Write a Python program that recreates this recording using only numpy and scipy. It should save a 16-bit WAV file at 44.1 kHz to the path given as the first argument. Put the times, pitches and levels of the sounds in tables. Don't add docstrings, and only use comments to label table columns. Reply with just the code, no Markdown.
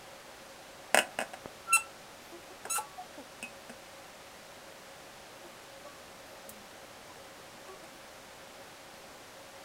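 import sys
import numpy as np
from scipy import signal
from scipy.fft import rfft, irfft
from scipy.io import wavfile
from scipy.ndimage import uniform_filter1d

SR = 44100
rng = np.random.default_rng(int(sys.argv[2]) if len(sys.argv) > 2 else 0)


def store_wav(level_fs):
    pcm = np.round(np.clip(np.atleast_2d(level_fs), -1, 1) * 32767)
    wavfile.write(sys.argv[1], SR, pcm.T.astype(np.int16))


N = 425124


def amp(db):
    return 10 ** (np.asarray(db) / 20)


def unit(x):
    return x / np.sqrt(np.mean(x ** 2) + 1e-20)


def decay(t, t60_s):
    return np.exp(-np.log(1000) * t / t60_s)


def curve(points, hz):
    point_hz, value = np.transpose(points)
    return np.interp(np.log(hz + 1), np.log(point_hz + 1), value)


def add(mix, start_s, sound):
    part = mix[round(start_s * SR):][:len(sound)]
    part += sound[:len(part)]


def noise(size, gain_at):
    return unit(irfft(rfft(rng.standard_normal(size)) * gain_at(np.fft.rfftfreq(size, 1 / SR)), size))


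def wander(size, rate_hz):
    return noise(size, lambda hz: 1 / (1 + (hz / rate_hz) ** 4))


def click(db_at, size=4096):
    log_gain = np.log(amp(db_at(abs(np.fft.fftfreq(size, 1 / SR)))))
    return np.fft.ifft(np.exp(signal.hilbert(log_gain).conj())).real[:size // 2]


def tail(t60_at, attack_s, size=SR // 2):
    hz, t, bands = signal.stft(rng.choice([-1., 1.], size), SR, nperseg=128)
    echoes = signal.istft(bands * decay(t, t60_at(hz)[:, None]), SR, nperseg=128)[1][:size]
    echoes *= 1 - np.exp(-(np.arange(size) / SR / attack_s) ** 2)
    spectrum = rfft(echoes, 2 * size)
    band_power = abs(uniform_filter1d(abs(spectrum) ** 2, size=300))
    echoes = irfft(spectrum / np.sqrt(band_power + 1e-20))[:size]
    return echoes / np.linalg.norm(echoes)


# freq_hz, gain_db
HISS_EQ = [(20, -8.5), (60, -4.5), (120, -3), (300, -0.5), (450, -1.5), (560, 3), (660, -1), (760, 3.5),
           (900, -1), (1600, -3), (2600, -6.5), (6000, -11.5), (10000, -16.5), (16000, -25)]
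# pitch_hz, width_hz, level_db
DRONE_BANDS = [(545.8, 24.5, -61), (620, 17, -67), (386, 33, -73.5)]

def room_tone(hiss_db=-51):
    hiss = amp(hiss_db) * noise(N, lambda hz: amp(curve(HISS_EQ, hz)))
    drone = sum(amp(level_db) * noise(N, lambda hz: 1 / (1 + (2 * (hz - pitch_hz) / width_hz) ** 2))
                for pitch_hz, width_hz, level_db in DRONE_BANDS)
    return hiss + drone


# peak_s, boost_db
WHINE_BOOSTS = [(2.27, 9), (6.33, 9)]

def driver_whine(pitch_hz=12742, level_db=-80.5, flicker_db=3.5, swell_half_s=.09):
    t = np.arange(N) / SR
    tone = np.sin(2 * np.pi * np.cumsum(pitch_hz + 35 * wander(N, 60)) / SR)
    flicker = amp(flicker_db * wander(N, 6))
    swells_db = sum(db * np.exp(-((t - peak_s) / swell_half_s) ** 2) for peak_s, db in WHINE_BOOSTS)
    return amp(level_db + swells_db) * unit(tone * flicker)


def sparks(mains_hz=50, tick_db=-47, tick_decay_s=.00022, pop_s=1.4585, pop_db=-23, pop_hz=520):
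    spikes = np.zeros(N)
    crests = (np.arange(int(N / SR * 2 * mains_hz)) * SR / (2 * mains_hz)).astype(int)
    spikes[crests] = rng.standard_normal(len(crests)) * amp(tick_db)
    spikes[crests[1::2]] /= 2
    ticks = signal.lfilter([1], [1, -np.exp(-1 / (tick_decay_s * SR))], spikes)
    pop_phase = 2 * np.pi * pop_hz * np.arange(SR // 100) / SR
    add(ticks, pop_s, -amp(pop_db) * (pop_phase * np.exp(1 - pop_phase)) ** 2)
    return signal.lfilter(*signal.butter(1, 140, "high", fs=SR), ticks)


def shell(eq, scatter_db, t60_s, trip_s=.0004, smear=0.62):
    waves = amp(scatter_db) * tail(lambda hz: np.full_like(hz, t60_s), attack_s=0.0011)
    waves[0] += 1
    sound = signal.fftconvolve(waves, click(lambda hz: curve(eq, hz)))
    trip = np.exp(-2j * np.pi * np.fft.rfftfreq(len(sound), 1 / SR) * trip_s)
    return irfft(rfft(sound) * (smear + trip) / (1 + smear * trip), len(sound))


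# start_s, level_db, thud_eq_db, snap_eq_db, rebound_delay_s (plays if over 1 ms)
GLOBE_HITS = [(0.9456, 1, -3, -1.5, 0), (0.9736, -2, -5, -1.5, 0), (0.9887, -5, -1, 2, 0.00044),
              (1.1887, -9.5, 0, -6.5, 0.00076), (1.2041, -13.5, 2.5, -4.5, 0.0099),
              (1.2215, -18, -4, -8, 0.0017), (1.335, -20, -6, -9, 0.0054), (2.653, -26.5, 2, 0.5, .0029),
              (3.4279, -26.5, 15.5, 10.5, 0.00094), (3.696, -27, 11, -3, 0.0047), (7.158, -34, 1, -6, 0),
              (7.685, -30, 3, -4, 0.001), (7.838, -36, 3, 1, 0.0056)]
# start_s, level_db, pitch_hz, width_hz
COIL_PINGS = [(0.9455, -1, 1950, 450), (0.9736, -3, 1900, 450), (0.9887, 7, 2860, 300),
              (1.1888, -6, 2850, 260), (1.3347, -17, 1450, 400), (1.769, -2.5, 3340, 200),
              (2.653, -15, 1580, 130), (3.4272, -3.5, 2610, 140), (3.439, -4.5, 2590, 130)]
# freq_hz, gain_db
CLACK_EQ = [(20, -60), (70, -30), (130, -14), (220, 5), (430, 1), (600, 9), (1130, 1.5), (1750, 3.5),
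            (2250, -5), (2850, -3), (3750, -16), (6400, -12.5), (8500, -7), (11000, -16), (16000, -26)]
# pitch_hz, gain_db, t60_s
GLASS_MODES = [(244.5, -9, 0.12), (553, -6, 0.14), (720, 4, 0.035), (930, -9, .04), (1360, -12, 0.25),
               (1515, -4.5, 0.11), (1760, -5, 0.053), (1900, -9, 0.072), (2540, -9.5, 0.13),
               (2760, -14, 0.08), (5140, -1, 0.021), (6930, -11, .12), (8200, 6, 0.039), (9170, -4, 0.036),
               (10200, -11, .1)]

def knocks(clack_db=8.5, ring_db=-29, rebound_db=-0.5, thud_hz=250, thud_width_hz=240, snap_hz=4500):
    blows, t = np.zeros(N), np.arange(SR // 2) / SR
    for start_s, level_db, thud_db, snap_db, rebound_s in GLOBE_HITS:
        def hit_eq(hz):
            thud_bell = thud_db / (1 + (2 * (hz - thud_hz) / thud_width_hz) ** 2)
            snap_shelf = snap_db * hz ** 4 / (hz ** 4 + snap_hz ** 4)
            return thud_bell + snap_shelf
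        blow = amp(level_db) * click(hit_eq)
        add(blows, start_s, blow)
        if rebound_s > .001:
            add(blows, start_s + rebound_s, amp(rebound_db) * blow)
    for start_s, level_db, pitch_hz, width_hz in COIL_PINGS:
        damping = np.pi * width_hz
        ping = 2 * damping / SR * np.exp(-damping * t) * np.cos(2 * np.pi * pitch_hz * t)
        add(blows, start_s, amp(level_db) * ping)
    body = amp(clack_db) * shell(CLACK_EQ, scatter_db=-1, t60_s=0.036)[:len(t)]
    for pitch_hz, gain_db, t60_s in GLASS_MODES:
        body += amp(ring_db + gain_db) * decay(t, t60_s) * np.cos(2 * np.pi * pitch_hz * t)
    return -signal.oaconvolve(blows, body)[:N]


# harmonic_number, gain_db
SLIP_HARMONICS = [(3, -10), (4, -16), (5, -6), (6, -0.5), (7, -3), (8, -11), (9, -13.5), (10, -14),
                  (11, -20)]
# freq_hz, gain_db
SCRAPE_EQ = [(200, -23), (1300, -17), (3000, -9), (4300, -10), (6500, -5), (8000, 2), (10000, 4),
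             (12000, -4), (16000, -16)]

def slip_treble(phase, roughness, shift_db=3, scrape_db=-2):
    size = len(phase)
    slips = sum(amp(db + shift_db * wander(size, 60)) * np.cos(k * phase + 2 * np.pi * rng.random())
                for k, db in SLIP_HARMONICS)
    scrape = noise(size, lambda hz: amp(curve(SCRAPE_EQ, hz)))
    return np.sqrt(1 - roughness ** 2) * unit(slips) + amp(scrape_db) * np.sqrt(roughness) * scrape


# grip_s, break_s, release_s, build_s, pitch_hz, glide_hz_per_s, fundamental_db, octave_db, slip_db
SQUEAK_CUES = [(1.732, 1.764, 1.7636, 0.079, 1349, -200, -27.5, -21.5, -27),
               (2.701, 2.749, 2.784, 0.01, 1314, 850, -43, -45.5, -34.5)]

def squeaks(lock_s=0.0071, breakup_s=.008, mode_hz=1342, jitter=0.034, release_db_per_s=1250):
    out = np.zeros(N)
    for grip_s, break_s, release_s, build_s, pitch_hz, glide, tone_db, octave_db, slip_db in SQUEAK_CUES:
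        t = np.arange(grip_s - .1, release_s + .15, 1 / SR)
        swell = np.clip(1 + (t - grip_s) / build_s, 0, 1) ** 2
        locked = np.clip(1 + (t - grip_s) / lock_s, 0, 1) ** 2
        broken = np.clip((t - break_s) / breakup_s, 0, 1)
        def morph(clean, rasp):
            return clean + (rasp - clean) * broken
        roughness = morph(0.076, 0.89)
        hz = morph(pitch_hz + glide * (t - grip_s), mode_hz)
        phase = 2 * np.pi * np.cumsum(hz * (1 + jitter * roughness * wander(len(t), 1200))) / SR
        treble = locked * amp(slip_db) * slip_treble(phase, roughness)
        fundamental = swell * amp(morph(tone_db, slip_db)) * np.cos(phase)
        octave = swell ** 9.1 * amp(morph(octave_db, slip_db - 7.5)) * np.sin(2 * phase)
        stutter = 1 + .5 * roughness * wander(len(t), 280)
        rubbed = np.sqrt(2) * (fundamental + octave) * stutter + treble
        free_s = np.maximum(t - release_s, 0)
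        contact = amp(-release_db_per_s * free_s)
        ring_out = amp(tone_db - 12) * decay(free_s, t60_s=0.22) * np.cos(2 * np.pi * mode_hz * t)
        add(out, t[0], contact * rubbed + (1 - contact) * np.sqrt(2) * ring_out)
    return out


# start_s, length_s, pitch_hz, glide_ratio (end / start), level_db
CHIRP_CUES = [(1.767, 0.017, 926, 0.88, -35), (2.319, 0.062, 333, 1.06, -47.5),
              (2.501, 0.046, 394, 0.91, -52.5), (2.649, 0.031, 345, 1.5, -45),
              (2.779, 0.037, 863, .97, -33), (2.78, 0.024, 448, 1.15, -43.5),
              (2.978, 0.069, 732, 1.01, -41), (3.176, 0.065, 319.3, 0.67, -48),
              (5.437, 0.042, 359, 0.93, -52.5), (5.851, 0.025, 605, 0.96, -44.5),
              (6.326, 0.032, 373, 1.06, -54), (6.471, 0.23, 222, 0.86, -58.5), (7.09, .04, 1052, 0.93, -53),
              (7.16, 0.031, 460, 1.04, -53.5), (7.685, 0.071, 368, 1.05, -47),
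              (7.823, 0.045, 347, 0.89, -54.5)]

def chirps(attack_s=0.0036, jitter=0.034, full_buzz_octaves_per_s=3.4, rolloff_hz=1250):
    out = np.zeros(N)
    for start_s, length_s, pitch_hz, glide, level_db in CHIRP_CUES:
        t = np.arange(int(length_s * SR)) / SR
        waver = jitter / (1 + (length_s / 0.088) ** 2) * wander(len(t), 150)
        phase = 2 * np.pi * np.cumsum(pitch_hz * glide ** (t / length_s) * (1 + waver)) / SR
        buzz = min(abs(np.log2(glide)) / length_s / full_buzz_octaves_per_s, 1)
        octave_db = -15.5 + 16 * buzz
        overtones = sum(amp(db) * np.sin(k * phase) / (1 + (k * pitch_hz / rolloff_hz) ** 6)
                        for k, db in ((2, octave_db), (3, octave_db - 3)))
        envelope = (1 - np.exp(-t / attack_s)) * np.cos(np.pi / 2 * t / length_s)
        add(out, start_s, np.sqrt(2) * amp(level_db) * envelope * (np.sin(phase) + overtones))
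    return out


# start_s, level_db, t60_s
RING_CUES = [(2.76, -51, .9), (5.856, -47, 0.24), (7.684, -46.5, 0.23)]

def rings(pitch_hz=1135, attack_s=0.0054):
    out, t = np.zeros(N), np.arange(SR // 2) / SR
    tone = np.sqrt(2) * (1 - np.exp(-t / attack_s)) * np.sin(2 * np.pi * pitch_hz * t)
    for start_s, level_db, t60_s in RING_CUES:
        add(out, start_s, amp(level_db) * decay(t, t60_s) * tone)
    return out


# freq_hz, gain_db
TOUCH_EQ = [(500, -35), (2000, -13), (5500, -8), (8500, 3), (13000, 0.5), (16000, -1)]

def light_touch(start_s=6.4927, gain_db=-19):
    out = np.zeros(N)
    add(out, start_s, amp(gain_db) * shell(TOUCH_EQ, scatter_db=3, t60_s=.035))
    return out


# freq_hz, t60_s
ROOM_DECAY = [(150, 0.4), (400, 0.23), (1000, 0.27), (2800, 0.14), (7300, 0.16), (15000, .12)]

def room(direct, wet_db):
    echoes = tail(lambda hz: curve(ROOM_DECAY, hz), attack_s=0.0065)
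    return direct + amp(wet_db) * signal.oaconvolve(direct, echoes)[:N]


def scene():
    glass = room(knocks() + light_touch(), wet_db=-9)
    glass += room(squeaks(), wet_db=-10)
    glass += room(chirps() + rings(), wet_db=-10)
    return (glass + room_tone() + driver_whine() + sparks())[None]


def record(dry, cutoff_hz=15900):
    lowpass = signal.firwin(511, cutoff_hz, window=("kaiser", 9), fs=SR)
    return signal.oaconvolve(dry, lowpass[None], "same")


dry = scene()
out = record(dry)
store_wav(out)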